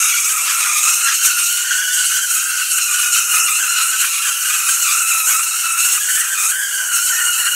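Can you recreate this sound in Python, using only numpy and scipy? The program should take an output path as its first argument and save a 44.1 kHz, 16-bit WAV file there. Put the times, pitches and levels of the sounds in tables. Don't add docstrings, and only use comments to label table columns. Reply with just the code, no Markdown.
import sys
import numpy as np
from scipy import signal
from scipy.fft import rfft, irfft
from scipy.io import wavfile
from scipy.ndimage import uniform_filter1d

SR = 44100
rng = np.random.default_rng(int(sys.argv[2]) if len(sys.argv) > 2 else 0)


def volts_from_db(level):
    exponent = np.asarray(level, float) / 20
    return 10 ** exponent


def generate_wav(sig):
    pcm = np.round(np.clip(np.atleast_2d(sig).T, -1, 1) * 32767).astype(np.int16)
    wavfile.write(sys.argv[1], SR, pcm)


N = 332955

# f/Hz, level/dB [per Hz]
SNAP_COLOUR = [(850, -27.5), (1030, -10.5), (1400, -5), (2000, -2.5), (2700, -3), (3500, -6), (4000, -8.5),
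               (5000, -10), (6500, -1.5), (8400, -0.6), (9400, -6), (12000, -8), (13500, -14.5),
               (16000, -17.5)]
# f/Hz, level/dB [per Hz]
SPUTTER_COLOUR = [(150, -42), (250, -29), (450, -17.5), (545, -13.5), (600, -13), (700, -7), (820, -4.5),
                  (890, -10.5), (1000, 3.5), (1150, -12), (1500, -43)]
# f/Hz, level/dB
RUMBLE_COLOUR = [(12, -40), (20, -8), (81, 3.5), (150, -2.5), (330, -5.5), (430, -11), (730, -120)]
# t/s, firing rate f/Hz, arc level/dB, arc thickness/dB, unevenness/dB
DISCHARGE = [(0.0, 1305, -14.5, -2.0, 2.1), (0.4, 1225, -20, -4.1, 2.5), (0.8, 1336.0, -16, -1, 4),
             (1.2, 1416, -17.5, -0.8, -7.5), (1.6, 1448, -21.5, 1.4, -3), (1.9, 1546, -21, 1.5, -5.0),
             (2.5, 1485, -21, -2, -5), (2.9, 1310, -19.5, -0.3, -5), (3.5, 1386, -19, -3.5, 0.96),
             (4.2, 1365, -20.5, 2.4, -2.0), (4.7, 1451, -19.5, -2.5, -0.4), (5.3, 1275, -18, -5.5, -0.3),
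             (5.65, 1383, -20, 1, 1.3), (6.05, 1361, -20.5, -3.5, -4.5), (6.6, 1610.0, -23, 0.5, -4),
             (6.88, 1511, -24, -2, -5.3), (7.1, 1444, -16.5, -2.5, 1), (7.55, 1416, -18.5, 4.5, 0.5)]
# t/s, timing jitter/1 [0 to 1]
UNREST = [(0, 0.09), (.5, 0.11), (.9, 0.08), (1.4, 0.09), (1.8, .09), (2.6, .08), (2.9, 0.06), (3.5, 0.07),
          (4.2, .08), (4.95, 0.09), (5.1, 0.05), (5.5, .07), (5.95, .08), (6.05, 0.11), (6.3, 0.09),
          (6.6, 0.04), (6.95, 0.06), (7.55, 0.03)]
# t/s, brightness/dB, rumble level/dB
HANDLING = [
    (0.0, -2.5, -64),
    (0.2, 0.5, -77),
    (1.0, 3.2, -71),
    (1.7, -0.7, -77),
    (2.6, 3.5, -70.5),
    (4.5, 4.5, -68),
    (6.0, 7, -68.5),
    (6.8, 5.5, -65.0),
    (7.1, 5.5, -70),
    (7.55, 11, -59),
]
# t/s, hold/s, level/dB, extra thickness/dB
FLARES = [(0.07, 0.053, 0.8, 4.5), (0.24, 0.031, 4, -1.5), (0.37, 0.21, 1.1, 3.6), (0.83, 0.04, 3.8, -2),
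          (1.03, 0.099, 0.8, 1.7), (1.22, 0.011, 7.5, -3), (1.36, 0.16, 4, -0.7), (1.7, 0.044, 3, -0.5),
          (1.92, 0.22, 5, -1.1), (2.28, 0.074, 4.5, -2.6), (2.55, 0.044, 0.5, 3.5), (2.69, 0.12, 3, 1),
          (2.88, 0.15, 2.5, 0.3), (3.11, 0.045, 5.5, 2.2), (3.29, 0.089, 5.5, 2.7), (3.44, 0.21, 2, 3.5),
          (3.75, 0.04, 2.5, 5.5), (3.82, 0.082, 2, -2.3), (3.98, 0.04, 4.5, 1.4), (4.24, 0.0, 2.6, 0.5),
          (4.43, 0.14, 2.2, 0.8), (4.66, 0.024, 6.5, 0.1), (4.79, 0.16, 3.5, 2.5), (5.05, 0.098, 2, 5.5),
          (5.25, 0.072, 5, 0), (5.77, 0.15, 6, 0.2), (6.08, 0.09, 6, -0.7), (6.37, 0.093, 6.5, -4.5),
          (6.72, 0.06, 2.5, 1.3), (6.91, 0.027, 7.5, -1)]
# t/s, hold/s, depth/dB
MISFIRES = [(0.08, 0.16, -2.5), (0.28, 0.0041, -8), (0.41, 0.038, -3.5), (0.93, 0.021, -6),
            (1.15, 0.0082, -15), (1.22, 0.062, -5.5), (1.4, 0.1, -4.5), (1.92, 0.086, -2.5),
            (2.05, 0.04, -7), (2.25, 0.16, -3.6), (2.55, 0.032, -3.5), (2.62, 0.073, -9.5),
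            (2.79, 0.11, -4.5), (3.01, 0.094, -2.5), (3.18, 0.07, -4.5), (3.5, 0.054, -4.0),
            (3.96, 0.03, -6), (4.05, 0.17, -4.5), (4.31, 0.07, -4), (4.51, 0.0, -12), (4.73, 0.076, -3.7),
            (5.41, 0.088, -6.5), (5.56, 0.047, -6), (5.77, 0.15, -4.5), (5.98, 0.079, -10), (6.1, 0.17, -4),
            (6.46, 0.045, -1), (7.31, 0.13, -4)]
# t/s, hold/s, shift f/Hz
JUMPS = [(0.36, 0.17, 53.0), (0.7, 0.076, -91.5), (1.07, 0.02, 95.0), (1.34, 0.094, -72.5),
         (2.02, 0.061, -111.0), (2.25, 0.13, -58.5), (2.92, 0.091, 43.5), (3.08, 0.19, 49.0),
         (3.45, 0.061, -100.0), (3.58, 0.017, 92.0), (3.73, 0.084, -48.5), (3.86, 0.087, 46.0),
         (4.06, 0.14, -63.0), (4.22, 0.13, 88.5), (4.57, 0.17, -58.5), (4.83, 0.097, -91.5),
         (5.25, 0.038, 127.0), (5.4, 0.18, 60.0), (5.99, 0.18, 135.5), (6.29, 0.019, 136),
         (6.34, 0.13, -241.0), (6.87, 0.12, -63.5)]
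# t/s, hold/s, level/dB
SPITS = [(0.37, 0.063, 5.5), (0.58, 0.11, 5.5), (0.82, 0.028, 6.7), (0.99, 0.098, 6.5), (1.21, 0.028, 7.0),
         (3.26, 0.1, 6.5), (5.1, 0.028, 8.5), (5.24, 0.028, 6.5), (5.85, 0.1, 8), (6.39, 0.058, 9.5),
         (6.78, 0.06, 7), (7.12, 0.1, 3.5)]
# t/s, length/s, added jitter/1 [0 to 1]
STUTTERS = [
    (0.502, 0.025, 0.06),
    (0.677, 0.029, 0.07),
    (1.12, 0.02, 0.1),
    (1.258, .025, 0.1),
    (3.352, 0.041, 0.05),
    (5.298, 0.0294, 0.08),
    (5.931, .05, .07),
    (6.167, 0.03, 0.05),
    (7.165, 0.057, 0.03),
]
# t/s, hold/s, swell level/dB
KNOCKS = [
    (.7, .15, 5),
    (2.3, .05, 7),
    (3.3, .06, 6),
    (4.5, 0.047, 3),
    (5.27, 0.051, 5),
    (5.5, .03, 7),
    (6.8, 0.051, 4),
    (7.4, 0.084, -1),
]
# t/s, hold/s, swell level/dB
HIGH_STRANDS = [
    (1.04, .03, 22),
    (1.62, 0.13, 17),
    (4.0, .03, 8),
    (5.27, .04, 5),
    (6.15, 0.047, 24),
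    (7.1, .1, 24.5),
    (7.36, 0.086, 20),
]
TONE_SHARES = 0.38, 0.56, .33

ROOM_T60_S, WALL_CUT_HZ = 0.2, 9300
TONE_TOP_HZ, CRACK_FOOT_HZ = 2000, 5200
FLARE_ATTACK_S, FLARE_RELEASE_S = 0.03, 0.04
JUMP_EDGE_S, MISFIRE_EDGE_S = 0.015, 0.018
TONE_DB, TONE_DB_PER_100_HZ = -17.5, 0.57
BODY_BELOW_DB, SPUTTER_DB, SPUTTER_FLARE_SHARE = -6.5, -49, 0.2
BRIGHTENING_PER_FLARE_DB = 0.4
CORONA_DB = -25
HUM_HZ, HUM_WIDTH_HZ, HUM_DB, HUM_FADE_DB_PER_S = 448, 64, -61.5, -0.5
RUMBLE_FLARE_SHARE, RUMBLE_SPIT_SHARE = 0.8, 0.24
STRAND_RATE_HZ, STRAND_REST_DB = 1820, -49.5


def rms_one(x):
    return x / np.sqrt(np.mean(x ** 2) + 1e-20)


def in_time(rows):
    s, *columns = np.transpose(rows)
    return [np.interp(np.arange(N) / SR, s, c) for c in columns]


def swells(rows, attack_s=FLARE_ATTACK_S, release_s=FLARE_RELEASE_S):
    s, hold_s, *heights = np.transpose(rows)
    step = 50
    since = np.arange(0, N + step, step)[:, None] / SR - s
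    rise = np.clip(since / attack_s, 0, 1)
    fall = np.exp(-np.clip(since - attack_s - hold_s, 0, None) / release_s)
    shape = rise * fall
    return [np.interp(np.arange(N) / step, np.arange(len(shape)), shape @ h) for h in heights]


def drift(rate):
    r = np.exp(-2 * np.pi * rate / SR)
    noise = rng.standard_normal(N + SR)
    return rms_one(signal.lfilter([1], [1, -2 * r, r * r], noise)[SR:])


def colour(x, points):
    below = (10, points[0][1] - 40)
    above = (SR, points[-1][1] - 30)
    hz, db = np.transpose([below] + list(points) + [above])
    size = 2 ** 13
    grid_hz = np.arange(size + 1) * SR / size / 2
    log_gain = np.log(volts_from_db(np.interp(np.log(grid_hz + 1), np.log(hz), db)))
    cepstrum = irfft(log_gain)
    cepstrum[1:size] *= 2
    cepstrum[size + 1:] = 0
    response = irfft(np.exp(rfft(cepstrum)))[:size]
    return signal.fftconvolve(x, response)[:N]


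def band(x, hz, kind):
    return signal.sosfilt(signal.butter(4, hz, kind, fs=SR, output="sos"), x)


def played(x, level_db, hold_s):
    power = uniform_filter1d(x ** 2, max(int(hold_s * SR), 1), mode="reflect")
    return volts_from_db(level_db) * x / np.sqrt(power + 1e-20)


def firings(rate_hz, jitter, wander, hop, size_db):
    unrest = np.abs(jitter) + 0.02
    paths = np.cumsum(rng.random(N) < 90 / SR)
    hops = rng.uniform(-1.7, 1.7, N)[paths]
    hops -= uniform_filter1d(hops, size=2000)
    rate_now = rate_hz * np.exp(unrest * (wander * drift(120) + hop * hops))
    turns = np.cumsum(rate_now) / SR
    draws = rng.standard_normal((16000, 2))
    nominal = np.interp(np.arange(len(draws)), turns, np.arange(N))
    unrest_then = np.interp(nominal, np.arange(N), unrest)
    waits = 1 + np.clip(0.4 * unrest_then * draws[:, 0], -0.6, 1.5)
    at = np.interp(np.cumsum(waits), turns, np.arange(N), right=N)
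    sizes = waits * volts_from_db(size_db * draws[:, 1])
    clicks = np.bincount((4 * at).astype(int), sizes, 4 * N + 1)
    return signal.resample_poly(clicks[:4 * N], 1, 4)


def arc_noise(clicks, burst_s):
    r = np.exp(-1 / (burst_s * SR))
    bursts = signal.lfilter([1], [1, -r], clicks)
    return rms_one(bursts * rng.standard_normal(N))


def workshop(x, hop, room_db):
    t = np.arange(12000) / SR
    starts = np.arange(0, N + hop, hop)
    noise = rng.standard_normal((len(starts), len(t)))
    dull = band(noise, WALL_CUT_HZ, "low")
    bright = noise - dull
    tails = dull * volts_from_db(-60 * t / ROOM_T60_S) + bright * volts_from_db(-60 * t / (0.58 * ROOM_T60_S))
    tails *= np.clip(t / 0.0012, 0, 1)
    tails /= np.sqrt(np.sum(tails ** 2, axis=1, keepdims=True))
    padded = np.pad(x, (hop, 2 * hop))
    fade = np.sin(np.pi * np.arange(2 * hop) / (2 * hop))
    pieces = padded[starts[:, None] + np.arange(2 * hop)] * fade
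    pieces = signal.fftconvolve(pieces, tails, axes=1)
    places = starts[:, None] + np.arange(pieces.shape[1])
    echoes = np.bincount(places.ravel(), pieces.ravel())
    return x + volts_from_db(room_db) * echoes[hop:hop + N]


def patchy(x, lift_db, patch_db):
    edges = np.geomspace(CRACK_FOOT_HZ, 17500, 6)
    shares = [0, 0.58, 0.83, 0.78, 1.1]
    total = 0
    for share, low, high in zip(shares, edges, edges[1:]):
        total = total + band(x, [low, high], "band") * volts_from_db(share * lift_db + patch_db * drift(14.4))
    return total


def coil():
    rate_hz, arc_db, thick_db, uneven_db = in_time(DISCHARGE)
    flare_db, fat_db = swells(FLARES)
    rate_hz = rate_hz + swells(JUMPS, JUMP_EDGE_S, JUMP_EDGE_S)[0]
    uneven_db = uneven_db + swells(SPITS)[0]
    jitter = in_time(UNREST)[0] + stutter()

    pitch_db = TONE_DB_PER_100_HZ * (rate_hz - np.mean(rate_hz)) / 100
    misfire_db = swells(MISFIRES, MISFIRE_EDGE_S, MISFIRE_EDGE_S)[0]
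    tone_db = TONE_DB + pitch_db + np.dot(TONE_SHARES, [arc_db, flare_db, fat_db]) + misfire_db
    crack_db = arc_db + flare_db
    body_db = crack_db + BODY_BELOW_DB + thick_db + fat_db
    sputter_db = SPUTTER_DB + uneven_db + SPUTTER_FLARE_SHARE * flare_db
    lift_db = in_time(HANDLING)[0] + BRIGHTENING_PER_FLARE_DB * flare_db

    clicks = firings(rate_hz, jitter, wander=0.3, hop=0.7, size_db=-1.0)
    snaps = rms_one(clicks - np.mean(clicks))
    noise = arc_noise(clicks, burst_s=0.00046)
    flutter = volts_from_db(2.9 * drift(140))
    gap_dry = rms_one(clicks * flutter) + 0.023 * noise
    gap = colour(workshop(gap_dry, hop=10000, room_db=2.0), SNAP_COLOUR)
    arc = colour(workshop(snaps + 1.33 * noise, hop=5000, room_db=3.5), SNAP_COLOUR)

    tone = played(band(gap, TONE_TOP_HZ, "low"), tone_db, hold_s=0.041)
    body = played(band(gap, [TONE_TOP_HZ, CRACK_FOOT_HZ], "band"), body_db, hold_s=0.19)
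    bends = patchy(arc, lift_db - np.mean(lift_db), patch_db=1.94)
    crack = played(bends, crack_db, hold_s=0.14)
    lumpy = noise * volts_from_db(2 * drift(48))
    sputter = played(colour(lumpy, SPUTTER_COLOUR), sputter_db + 2.0 * drift(3.7), hold_s=0.23)
    third = band(body, 4200, "high")
    body = body + third * (volts_from_db(-0.5 + 2.24 * drift(7.6)) - 1)
    return tone * volts_from_db(2.2 * drift(10.6)) + (body + crack) * volts_from_db(0.83 * drift(29)) + sputter


def corona():
    hiss = colour(rng.standard_normal(N), SNAP_COLOUR)
    return volts_from_db(CORONA_DB) * rms_one(band(hiss, 7500, "high"))


def motor():
    edges = [HUM_HZ - HUM_WIDTH_HZ / 2, HUM_HZ + HUM_WIDTH_HZ / 2]
    hum = rms_one(band(rng.standard_normal(N), edges, "band"))
    fade_db = HUM_FADE_DB_PER_S * np.arange(N) / SR
    return volts_from_db(HUM_DB + fade_db + 2.0 * drift(2.1)) * hum


def rumble():
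    level_db = in_time(HANDLING)[1] + swells(KNOCKS)[0]
    level_db = level_db + RUMBLE_FLARE_SHARE * swells(FLARES)[0]
    level_db = level_db + RUMBLE_SPIT_SHARE * swells(SPITS)[0]
    lumpy = colour(rng.standard_normal(N), RUMBLE_COLOUR) * volts_from_db(3.8 * drift(12))
    return played(lumpy, level_db, hold_s=0.3)


def stutter():
    t = np.arange(N) / SR
    return sum(extra * np.exp(-((t - s) / (length / 2)) ** 2) for s, length, extra in STUTTERS)


def high_strand():
    steady = np.ones(N)
    clicks = firings(STRAND_RATE_HZ * steady, 0.08 * steady, wander=0.307, hop=0.5, size_db=-1.0)
    tone = rms_one(band(clicks, [1550, 2150], "band"))
    return volts_from_db(STRAND_REST_DB + swells(HIGH_STRANDS)[0]) * tone


def scene():
    return (coil() + corona() + motor() + rumble() + high_strand())[None]


def band_limit(x):
    return signal.sosfilt(signal.butter(12, 17030, fs=SR, output="sos"), x)


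def record(dry):
    rounded = 1.509 * np.tanh(dry / 1.588)
    top_cut = signal.ellip(14, 0.3, 70, 15720, fs=SR, output="sos")
    mix = signal.sosfilt(top_cut, rounded)
    return band_limit(mix)


dry = scene()
out = record(dry)
generate_wav(out)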